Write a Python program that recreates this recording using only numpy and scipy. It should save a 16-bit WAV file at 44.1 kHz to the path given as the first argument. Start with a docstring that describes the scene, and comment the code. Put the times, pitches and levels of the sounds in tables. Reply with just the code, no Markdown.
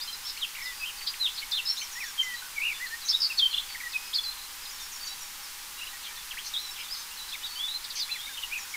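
"""Warbler on a branch, neighbour further off

A warbler sings fast whistled notes, often with both sides of its syrinx at once: each is a sine on a path
of pitch and level. A neighbour at a distance repeats one high hooked note, flickering over the long path.
Leaves and trunks scatter the song back as random echoes. Under the birds lies a steady, nearly mono
hiss of shaped noise that steps down below 800 Hz.
"""
import sys
import numpy as np
from scipy import signal
from scipy.fft import rfft, irfft, next_fast_len
from scipy.io import wavfile
from scipy.ndimage import uniform_filter1d

SR = 44100
rng = np.random.default_rng(int(sys.argv[2]) if len(sys.argv) > 2 else 0)


def materialize(psi):
    """Save the field psi as 16-bit PCM at rate SR to the path in sys.argv[1].

    A 1-D psi becomes a single channel; in a 2-D psi each row is a channel.
    """
    bounded = np.clip(np.atleast_2d(psi).T, -1, 1)
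    quanta = np.round(bounded * 32767).astype(np.int16)
    wavfile.write(sys.argv[1], SR, quanta)


def nominal_scale(level):
    """Amplitude ratio for a level in decibels (scalar or array-like)."""
    x = np.asarray(level, float) / 20
    return 10 ** x


N = 386316  # length in samples

ARCH_ROUND = 0.81  # power of the half sine in arches and warbles; below 1 is rounder
PATH_HZ = 2000  # points per second on the paths of warbles and rattles


def coloured(points, offset_db):
    """Noise whose spectrum follows (frequency [Hz], relative level [dB]) points on a log axis."""
    hz, db = np.transpose(points)
    size = next_fast_len(N)
    bins_hz = np.arange(size // 2 + 1) * SR / size
    level_db = np.interp(np.log(bins_hz + 1), np.log(hz), db) + offset_db
    white = rfft(rng.standard_normal(size))
    return irfft(white * nominal_scale(level_db), size)[:N]


def hiss():
    """Steady background hiss: one shaped noise for the middle, a fainter shaped noise for the sides."""
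    # spectrum common to both channels: (frequency [Hz], relative level [dB])
    hiss_mid = [(15, -55.5), (45, -64.5), (65, -73.5), (150, -76.5), (760, -77.5), (800, -65), (850, -66),
                (875, -72.5), (905, -65.5), (2000, -65.5), (5000, -65), (8000, -68.5), (15600, -71),
                (15780, -130)]
    # spectrum of the left-right difference: (frequency [Hz], relative level [dB])
    hiss_side = [(15, -58.5), (60, -87), (250, -112), (780, -108), (900, -100), (1100, -110), (3500, -94),
                 (5200, -100), (6300, -81), (7200, -102.5), (15600, -108.5), (15780, -150)]
    return coloured(hiss_mid, 27.24), coloured(hiss_side, 26.6)


def wobble(rate):
    """Smooth chance with spread 1 that changes about rate times a second."""
    k = max(int(SR / rate), 1)
    smooth = uniform_filter1d(uniform_filter1d(rng.standard_normal(N), k), k)
    return smooth / smooth.std()


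def add_whistle(out, note, waver, flutter_db):
    """One whistle: a sine on the pitch and level path, with soft edges."""
    edge_s = 0.005
    s, hz, db = np.transpose(note)
    s = np.maximum.accumulate(s)
    first = max(int((s[0] - edge_s / 2) * SR), 0)
    last = min(int((s[-1] + edge_s / 2) * SR), N)
    i = np.arange(first, last)
    t = i / SR
    edge = np.clip(np.minimum(t - t[0], t[-1] - t) / edge_s, 0, 1)
    # notes below -38 dB come through more foliage and arrive up to 4 times as ragged
    ragged = 1 + np.clip(-38 - db.max(), 0, 9) / 3
    # muscles round the corners of the path
    path_hz = uniform_filter1d(np.interp(t, s, hz), 60, mode="nearest")
    pitch_hz = path_hz * (1 + ragged * waver[i])
    phase = 2 * np.pi * (np.cumsum(pitch_hz) / SR + rng.random())
    level_db = np.interp(t, s, db) + ragged * flutter_db[i]
    out[i] += np.sqrt(2) * edge * nominal_scale(level_db) * np.sin(phase)


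def warbler():
    """The near bird: every kind of note bends pitch and level by its own rule; levels are before the mix."""
    # long shaped phrases, one path each: (time [s], pitch [Hz], level [dB])
    phrases = [
        [(1.193, 4130, -43), (1.217, 4070, -25), (1.247, 3750, -28), (1.258, 3570, -24), (1.269, 3080, -28.5),
         (1.275, 2530, -38), (1.29, 3380, -32), (1.302, 3600, -40)],
        [(1.514, 5920, -36), (1.522, 4000, -25), (1.525, 3530, -30.5), (1.542, 3600, -25), (1.548, 4060, -36),
         (1.56, 4150, -34), (1.57, 3600, -28.5), (1.593, 2750, -29.5), (1.612, 2600, -42)],
        [(3.372, 4370, -34), (3.388, 4455, -20), (3.392, 3780, -24), (3.398, 3460, -18), (3.412, 3250, -32),
         (3.43, 3168, -20), (3.458, 3120, -19), (3.467, 2960, -41)],
        [(4.131, 3100, -35), (4.139, 3670, -28), (4.146, 5240, -29), (4.153, 4600, -27.5), (4.16, 4250, -23),
         (4.167, 4390, -29), (4.171, 4020, -31), (4.176, 4480, -26)],
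        [(8.502, 2165, -50), (8.534, 2510, -27), (8.539, 2850, -31), (8.552, 2296, -40), (8.562, 2630, -30),
         (8.57, 2410, -33), (8.584, 2580, -35.5), (8.59, 1800, -37), (8.597, 1810, -52)],
    ]
    # plain slurs and strokes: (start [s], end [s], first pitch [Hz], last pitch [Hz], middle level [dB])
    slurs = [(0.001, 0.006, 3530, 3680, -36), (0.021, 0.05, 3630, 3540, -48),
             (0.076, 0.093, 4060, 4180, -39), (0.078, 0.095, 3070, 3180, -37.5),
             (0.127, 0.147, 4060, 4020, -40), (0.128, 0.15, 5090, 5020, -41.5),
             (0.251, 0.294, 3290, 4140, -47), (0.272, 0.281, 3960, 5450, -37),
             (0.295, 0.3, 5560, 3670, -32), (0.299, 0.307, 5300, 5000, -35.5),
             (0.366, 0.386, 2100, 3140, -44), (0.374, 0.398, 4440, 3950, -49),
             (0.442, 0.452, 2960, 2580, -32.5), (0.55, 0.558, 2190, 2920, -37.5),
             (0.566, 0.577, 2000, 2500, -39.5), (0.585, 0.597, 1950, 2450, -40),
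             (0.606, 0.624, 2000, 2300, -40.5), (0.624, 0.674, 5280, 5020, -45.5),
             (0.725, 0.83, 4700, 4870, -49.5), (1.008, 1.02, 3250, 1790, -41),
             (1.065, 1.078, 4540, 3130, -33.5), (1.072, 1.081, 5180, 3780, -26.5),
             (1.087, 1.097, 4930, 4800, -32.5), (1.139, 1.144, 3300, 1900, -35.5),
             (1.343, 1.365, 5020, 5100, -44), (1.363, 1.37, 5070, 4000, -40),
             (1.376, 1.385, 4040, 4740, -37), (1.418, 1.425, 2200, 2900, -40),
             (1.425, 1.441, 2180, 2230, -38.5), (4.185, 4.199, 3465, 3400, -27.5),
             (5.076, 5.13, 4580, 4600, -50), (1.426, 1.438, 3000, 3050, -43),
             (1.655, 1.668, 5250, 4900, -33), (1.672, 1.706, 5140, 5470, -29),
             (1.707, 1.737, 5400, 5500, -39), (1.66, 1.71, 3790, 4030, -41.5),
             (1.811, 1.818, 2380, 2900, -41), (1.818, 1.827, 2410, 2170, -39),
             (1.816, 1.832, 3030, 3140, -40), (1.956, 1.996, 1815, 2060, -40.5),
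             (2.004, 2.046, 2620, 1787, -37), (1.999, 2.055, 5630, 5460, -47),
             (2.046, 2.109, 1750, 1554, -48), (2.229, 2.355, 2070, 1914, -38),
             (2.421, 2.479, 1470, 1520, -49), (2.875, 2.91, 1556, 1530, -53),
             (3.204, 3.212, 5380, 4760, -28), (3.217, 3.224, 5410, 4450, -22.5),
             (3.229, 3.242, 5350, 4245, -24.5), (3.246, 3.256, 5090, 4260, -22),
             (3.256, 3.261, 5040, 4260, -26), (3.301, 3.326, 2745, 2480, -33),
             (3.382, 3.392, 6250, 4500, -37), (3.577, 3.613, 4170, 3870, -52),
             (3.891, 4.122, 5130, 5000, -52), (4.315, 4.33, 3950, 3300, -48),
             (3.701, 3.71, 2600, 1890, -44), (3.747, 3.762, 2240, 1780, -37.5),
             (3.802, 3.817, 2360, 1800, -38), (3.835, 3.876, 1989, 1890, -37),
             (3.921, 3.941, 4800, 3310, -42), (4.377, 4.46, 4040, 4080, -50),
             (4.617, 4.708, 4950, 5020, -48), (4.652, 4.664, 4460, 3490, -41),
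             (5.011, 5.075, 4597, 4620, -41), (5.43, 5.478, 5550, 4670, -52),
             (5.772, 5.898, 3920, 3986, -50.5), (5.779, 5.8, 2820, 2830, -45),
             (5.867, 5.878, 2600, 3060, -40), (5.93, 5.963, 1926, 1890, -50.5),
             (6.045, 6.075, 3610, 3050, -44), (6.065, 6.1, 2310, 2350, -49), (6.11, 6.19, 1800, 1850, -55),
             (6.572, 6.599, 3750, 4160, -37), (6.601, 6.702, 4110, 3880, -43),
             (6.938, 6.953, 4980, 4050, -41), (6.31, 6.32, 3360, 2550, -35),
             (6.322, 6.347, 2530, 1440, -48), (6.371, 6.395, 1720, 3430, -37),
             (6.601, 6.64, 5500, 5630, -50), (6.66, 6.72, 5480, 5400, -48), (6.76, 6.786, 3510, 2290, -46),
             (6.796, 6.831, 5200, 5000, -47), (6.968, 7.012, 6440, 6120, -49.5),
             (7.114, 7.132, 2795, 2770, -45), (7.279, 7.34, 3950, 4120, -49),
             (7.325, 7.338, 3300, 3770, -35.5), (7.336, 7.358, 2680, 2070, -40),
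             (7.843, 7.852, 5170, 3500, -34), (7.903, 7.912, 5050, 3500, -34),
             (7.42, 7.437, 2920, 3050, -45), (7.558, 7.594, 3000, 3170, -40.5),
             (7.66, 7.682, 3490, 3390, -40), (7.997, 8.034, 5120, 3860, -32.5),
             (8.055, 8.18, 3450, 3450, -50), (8.115, 8.136, 4080, 4034, -31),
             (8.136, 8.172, 2800, 1830, -42), (8.187, 8.21, 3230, 3340, -42),
             (8.21, 8.266, 3520, 3760, -43), (8.27, 8.361, 3590, 3700, -51),
             (8.266, 8.285, 2100, 2340, -43.5), (8.29, 8.322, 1670, 1580, -46.5),
             (8.372, 8.383, 3304, 2720, -36.5), (8.379, 8.395, 2774, 3160, -37),
             (8.424, 8.434, 3820, 2930, -40), (8.653, 8.666, 1500, 1500, -52),
             (8.74, 8.756, 2280, 2100, -34)]
    # quick rise onto a note that dies away: (start [s], end [s], foot [Hz], knee [Hz], level [dB])
    flicks = [(0.007, 0.06, 3680, 5020, -27.5), (1.768, 1.817, 3170, 4240, -25.5),
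              (5.81, 5.836, 2410, 2830, -28.5), (6.47, 6.488, 4230, 5900, -30),
              (8.088, 8.123, 1870, 2630, -30)]
    # arches and scoops, out and back: (start [s], end [s], edge [Hz], turn [Hz], loudest level [dB])
    arches = [(0.235, 0.301, 4870, 5470, -37.5), (1.658, 1.733, 4020, 4420, -34),
              (0.622, 0.737, 1890, 2010, -37.5), (2.797, 2.871, 1710, 2023, -33),
              (3.047, 3.11, 5900, 6260, -41), (3.083, 3.118, 3650, 5360, -22),
              (3.53, 3.546, 3530, 2756, -23), (3.569, 3.582, 3570, 2760, -25),
              (6.444, 6.472, 4450, 4110, -38), (6.539, 6.571, 3910, 3280, -24),
              (7.431, 7.468, 3210, 3890, -33), (7.594, 7.624, 3230, 3380, -30),
              (7.679, 7.707, 3590, 3880, -31), (7.706, 7.733, 3600, 4030, -33),
              (7.739, 7.765, 3890, 4130, -29.5)]
    # slurs that grow and are cut off: (start [s], end [s], first [Hz], last [Hz], peak level [dB])
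    swells = [(0.41, 0.441, 4020, 2860, -24.5), (0.799, 0.851, 2625, 2525, -28.5),
              (1.374, 1.397, 3100, 4700, -28), (2.179, 2.215, 3230, 3066, -18),
              (2.558, 2.594, 2400, 2165, -26.5), (2.905, 2.956, 1750, 1878, -29),
              (3.539, 3.55, 3200, 3550, -20), (3.579, 3.587, 3200, 3590, -18),
              (3.122, 3.158, 3300, 3994, -19), (3.935, 3.973, 2600, 2490, -22.5),
              (7.613, 7.656, 3370, 3570, -26), (6.886, 6.94, 4500, 5280, -32.5),
              (8.428, 8.441, 2980, 2830, -24.5)]
    # quick fall onto a held note that creeps up: (start [s], end [s], top [Hz], knee [Hz], level [dB])
    hooks = [(0.655, 0.71, 5100, 3420, -46), (0.972, 1.04, 5000, 4390, -43), (5.068, 5.14, 4500, 3770, -46),
             (2.038, 2.104, 5200, 3340, -45), (2.339, 2.404, 5000, 3870, -45.5),
             (2.721, 2.785, 5300, 3380, -44), (2.861, 2.95, 4800, 4030, -45.5),
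             (3.014, 3.084, 5000, 3830, -41.5), (3.512, 3.58, 4450, 3950, -37),
             (3.688, 3.748, 4750, 4380, -42.5), (4.238, 4.32, 5000, 3970, -33.5),
             (4.785, 4.833, 4650, 3450, -48), (6.158, 6.22, 4800, 3370, -47.5),
             (6.835, 6.89, 4200, 3390, -45), (7.172, 7.249, 4500, 3850, -41),
             (7.459, 7.59, 5150, 4300, -41), (7.993, 8.05, 3950, 3430, -41),
             (8.203, 8.242, 5800, 5100, -53)]
    # fast even vibrato that opens and closes: (start [s], end [s], low [Hz], top [Hz], peak level [dB])
    warbles = [(0.838, 0.909, 2360, 3230, -32.5), (2.597, 2.732, 2053, 2870, -24.5)]
    # rattles: (start [s], centre [Hz], swing [Hz], beat rate [1/s], level [dB])
    rattles = [(3.05, 6060, 500, 120, -39), (6.025, 3510, 900, 77, -40), (6.44, 5300, 1200, 124, -41.5),
               (6.782, 2740, 480, 98, -37), (6.94, 4470, 900, 93, -42), (6.985, 4450, 900, 100, -45.5),
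               (7.278, 4440, 800, 110, -45), (7.953, 5270, 1400, 82, -35.5), (7.955, 2770, 645, 93, -44),
               (8.686, 6000, 900, 99, -50)]
    out = np.zeros(N)
    waver = 0.003 * wobble(300)  # fraction of the pitch
    flutter_db = 0.9 * wobble(250)
    notes = list(phrases)
    notes += [bend(*row, foot_db=1, fade_db_per_s=47) for row in hooks]
    notes += [bend(*row, foot_db=15, fade_db_per_s=396) for row in flicks]
    for rule, rows in ((slur, slurs), (arch, arches), (swell, swells), (warble, warbles), (trill, rattles)):
        notes += [rule(*row) for row in rows]
    for note in notes:
        add_whistle(out, note, waver, flutter_db)
    return out


def slur(start, end, first_hz, last_hz, db):
    """A straight glide whose level sags in the middle."""
    sag_db = 3
    middle = ((start + end) / 2, (first_hz + last_hz) / 2, db)
    return [(start, first_hz, db + sag_db), middle, (end, last_hz, db + sag_db)]


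def scatter(x, db, t60, delay_s, density):
    """Reflections: random taps, about density a second, that fade 60 dB in t60; total energy db."""
    t = np.arange(int(t60 * SR)) / SR
    struck = rng.random(len(t)) < density / SR
    taps = rng.standard_normal(len(t)) * struck * (t > delay_s)
    taps = taps * nominal_scale(-60 * t / t60)
    taps = taps * nominal_scale(db) / np.sqrt(np.sum(taps ** 2) + 1e-18)
    return signal.fftconvolve(x, taps)[:N]


def rustle(x, rate, sway_s):
    """Moving leaves shake the path length, which smears a pure note."""
    return np.interp(np.arange(N) + sway_s * SR * wobble(rate), np.arange(N), x)


def side_echo(birds):
    """Faint early reflections, opposite in the two channels, give the birds a little width."""
    return scatter(birds, -33, t60=0.038, delay_s=0.001, density=3000)


def leaf_light(birds):
    """Leaves and twigs throw back short waves better than long ones: a high-pass at 2600 Hz."""
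    return signal.sosfilt(signal.butter(2, 2600, "high", fs=SR, output="sos"), birds)


def branch_echo(bright):
    """Close echoes from branches: a short burst of sparse reflections, shaken a little."""
    return rustle(scatter(bright, -4, t60=0.05, delay_s=0.003, density=1500), 25, 0.00003)


def bend(start, end, first_hz, knee_hz, db, foot_db, fade_db_per_s):
    """The syrinx muscles settle onto the knee pitch, then the hold creeps up and fades."""
    settle_s, creep_hz_per_s = 0.008, 2490
    t = np.linspace(0, end - start, num=33)
    away = np.exp(-t / settle_s)
    hz = knee_hz + (first_hz - knee_hz) * away + creep_hz_per_s * t
    return np.transpose([start + t, hz, db - foot_db * away - fade_db_per_s * t])


def wood_tail(bright):
    """The long tail of the wood: dense reflections, with leaves shaking the path before and after."""
    shaken = rustle(bright, 62, 0.00009)
    return rustle(scatter(shaken, -11, t60=0.59, delay_s=0.0084, density=9000), 60, 0.00009)


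def arch(start, end, edge_hz, turn_hz, db):
    """Out and back along a rounded path; the higher the pitch, the louder."""
    range_db = 9.5
    u = np.linspace(0, 1, num=33)
    out = np.abs(np.sin(np.pi * u)) ** ARCH_ROUND
    height = out if turn_hz > edge_hz else 1 - out
    hz = edge_hz + (turn_hz - edge_hz) * out
    return np.transpose([start + u * (end - start), hz, db - range_db * (1 - height)])


def swell(start, end, first_hz, last_hz, db):
    """A glide whose level climbs to a late peak and drops."""
    rise_db, cut_db, peak_at = 18, 11.5, 0.78  # peak_at is a share of the note's length
    peak = (start + peak_at * (end - start), first_hz + peak_at * (last_hz - first_hz), db)
    return [(start, first_hz, db - rise_db), peak, (end, last_hz, db - cut_db)]


def warble(start, end, low_hz, top_hz, db):
    """Vibrato under a dome: every beat leaps up loud and falls back soft."""
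    beat_hz, dip_db, edge_db = 61.1, 9, 6.5
    floor = 0.45  # share of the dome's height left between beats
    s = np.arange(start, end, 1 / PATH_HZ)
    dome = np.abs(np.sin(np.pi * (s - start) / (end - start))) ** ARCH_ROUND
    beat = 0.5 - 0.5 * np.cos(2 * np.pi * beat_hz * (s - start))
    hz = low_hz + (top_hz - low_hz) * dome * (floor + (1 - floor) * beat)
    return np.transpose([s, hz, db - dip_db * (1 - beat) - edge_db * (1 - dome)])


def neighbour():
    """The far bird: one note shape, a little different each time; air on the long path makes it flicker."""
    # turn that opens its first phrase: (time [s], pitch [Hz], level [dB])
    opening_turn = [(1.76, 4480, -40), (1.778, 6860, -41), (1.785, 6760, -45), (1.798, 6030, -43),
                    (1.812, 6430, -40.5), (1.854, 5340, -42)]
    # falling hook, from the note's start: (time [s], pitch [Hz], relative level [dB])
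    hook_voice = [(0.003, 6290, -3), (.011, 6950, -2), (.02, 5950, 1), (.032, 5580, 0), (.066, 5460, -3.5)]
    # thin upper voice, from the note's start: (time [s], pitch [Hz], relative level [dB])
    upper_voice = [(.022, 7340, -11), (.04, 6920, -4), (.07, 6850, -10)]
    # repeats of the note: (start [s], level [dB])
    repeats = [(1.91, -41.5), (2.05, -43.5), (2.208, -43.5), (4.694, -46.5), (4.793, -44), (4.912, -43),
               (5.045, -44), (5.187, -45), (8.57, -43), (8.684, -51)]
    out = np.zeros(N)
    waver = 0.0018 * wobble(210)  # fraction of the pitch
    flutter_db = 0.61 * wobble(120)
    add_whistle(out, opening_turn, waver, flutter_db)
    for start, db in repeats:
        detune = 1 + 0.0073 * rng.standard_normal()
        for voice in (hook_voice, upper_voice):
            note = np.array(voice) * [1, detune, 1] + [start, 0, db]
            add_whistle(out, note, waver, flutter_db)
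    return out


def trill(start, centre_hz, swing_hz, rate, db):
    """A rattle: the pitch is thrown up and down unevenly, each beat pushed louder at the top."""
    length_s = 0.056
    s = np.arange(start, start + length_s, 1 / PATH_HZ)
    slip, reach, effort = (wobble(65)[:len(s) * 20:20] for _ in range(3))
    beat = np.sin(2 * np.pi * rate * (s - start) + 0.24 * slip)
    hz = centre_hz + swing_hz * beat * (1 + 0.17 * reach)
    swell_db = -9 * (2 * (s - start) / length_s - 1) ** 2
    return np.transpose([s, hz, db + 1.0 * beat + swell_db + 2 * effort])


def scene():
    """Birds, close echoes from branches, the long tail of the wood, and the hiss; nearly mono."""
    hiss_mid, hiss_side = hiss()
    birds = warbler() + neighbour()
    bright = leaf_light(birds)
    mid = nominal_scale(-1.52) * birds + branch_echo(bright) + wood_tail(bright) + hiss_mid
    side = hiss_side + side_echo(birds)
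    return np.array([mid + side, mid - side])


def low_pass(x):
    """Removes everything above the highest recorded frequency."""
    return signal.sosfilt(signal.butter(12, 17020, fs=SR, output="sos"), x)


def record(dry):
    """Turns the finished stereo mix into the sound that is written out."""
    return low_pass(dry)


dry = scene()
out = record(dry)
materialize(out)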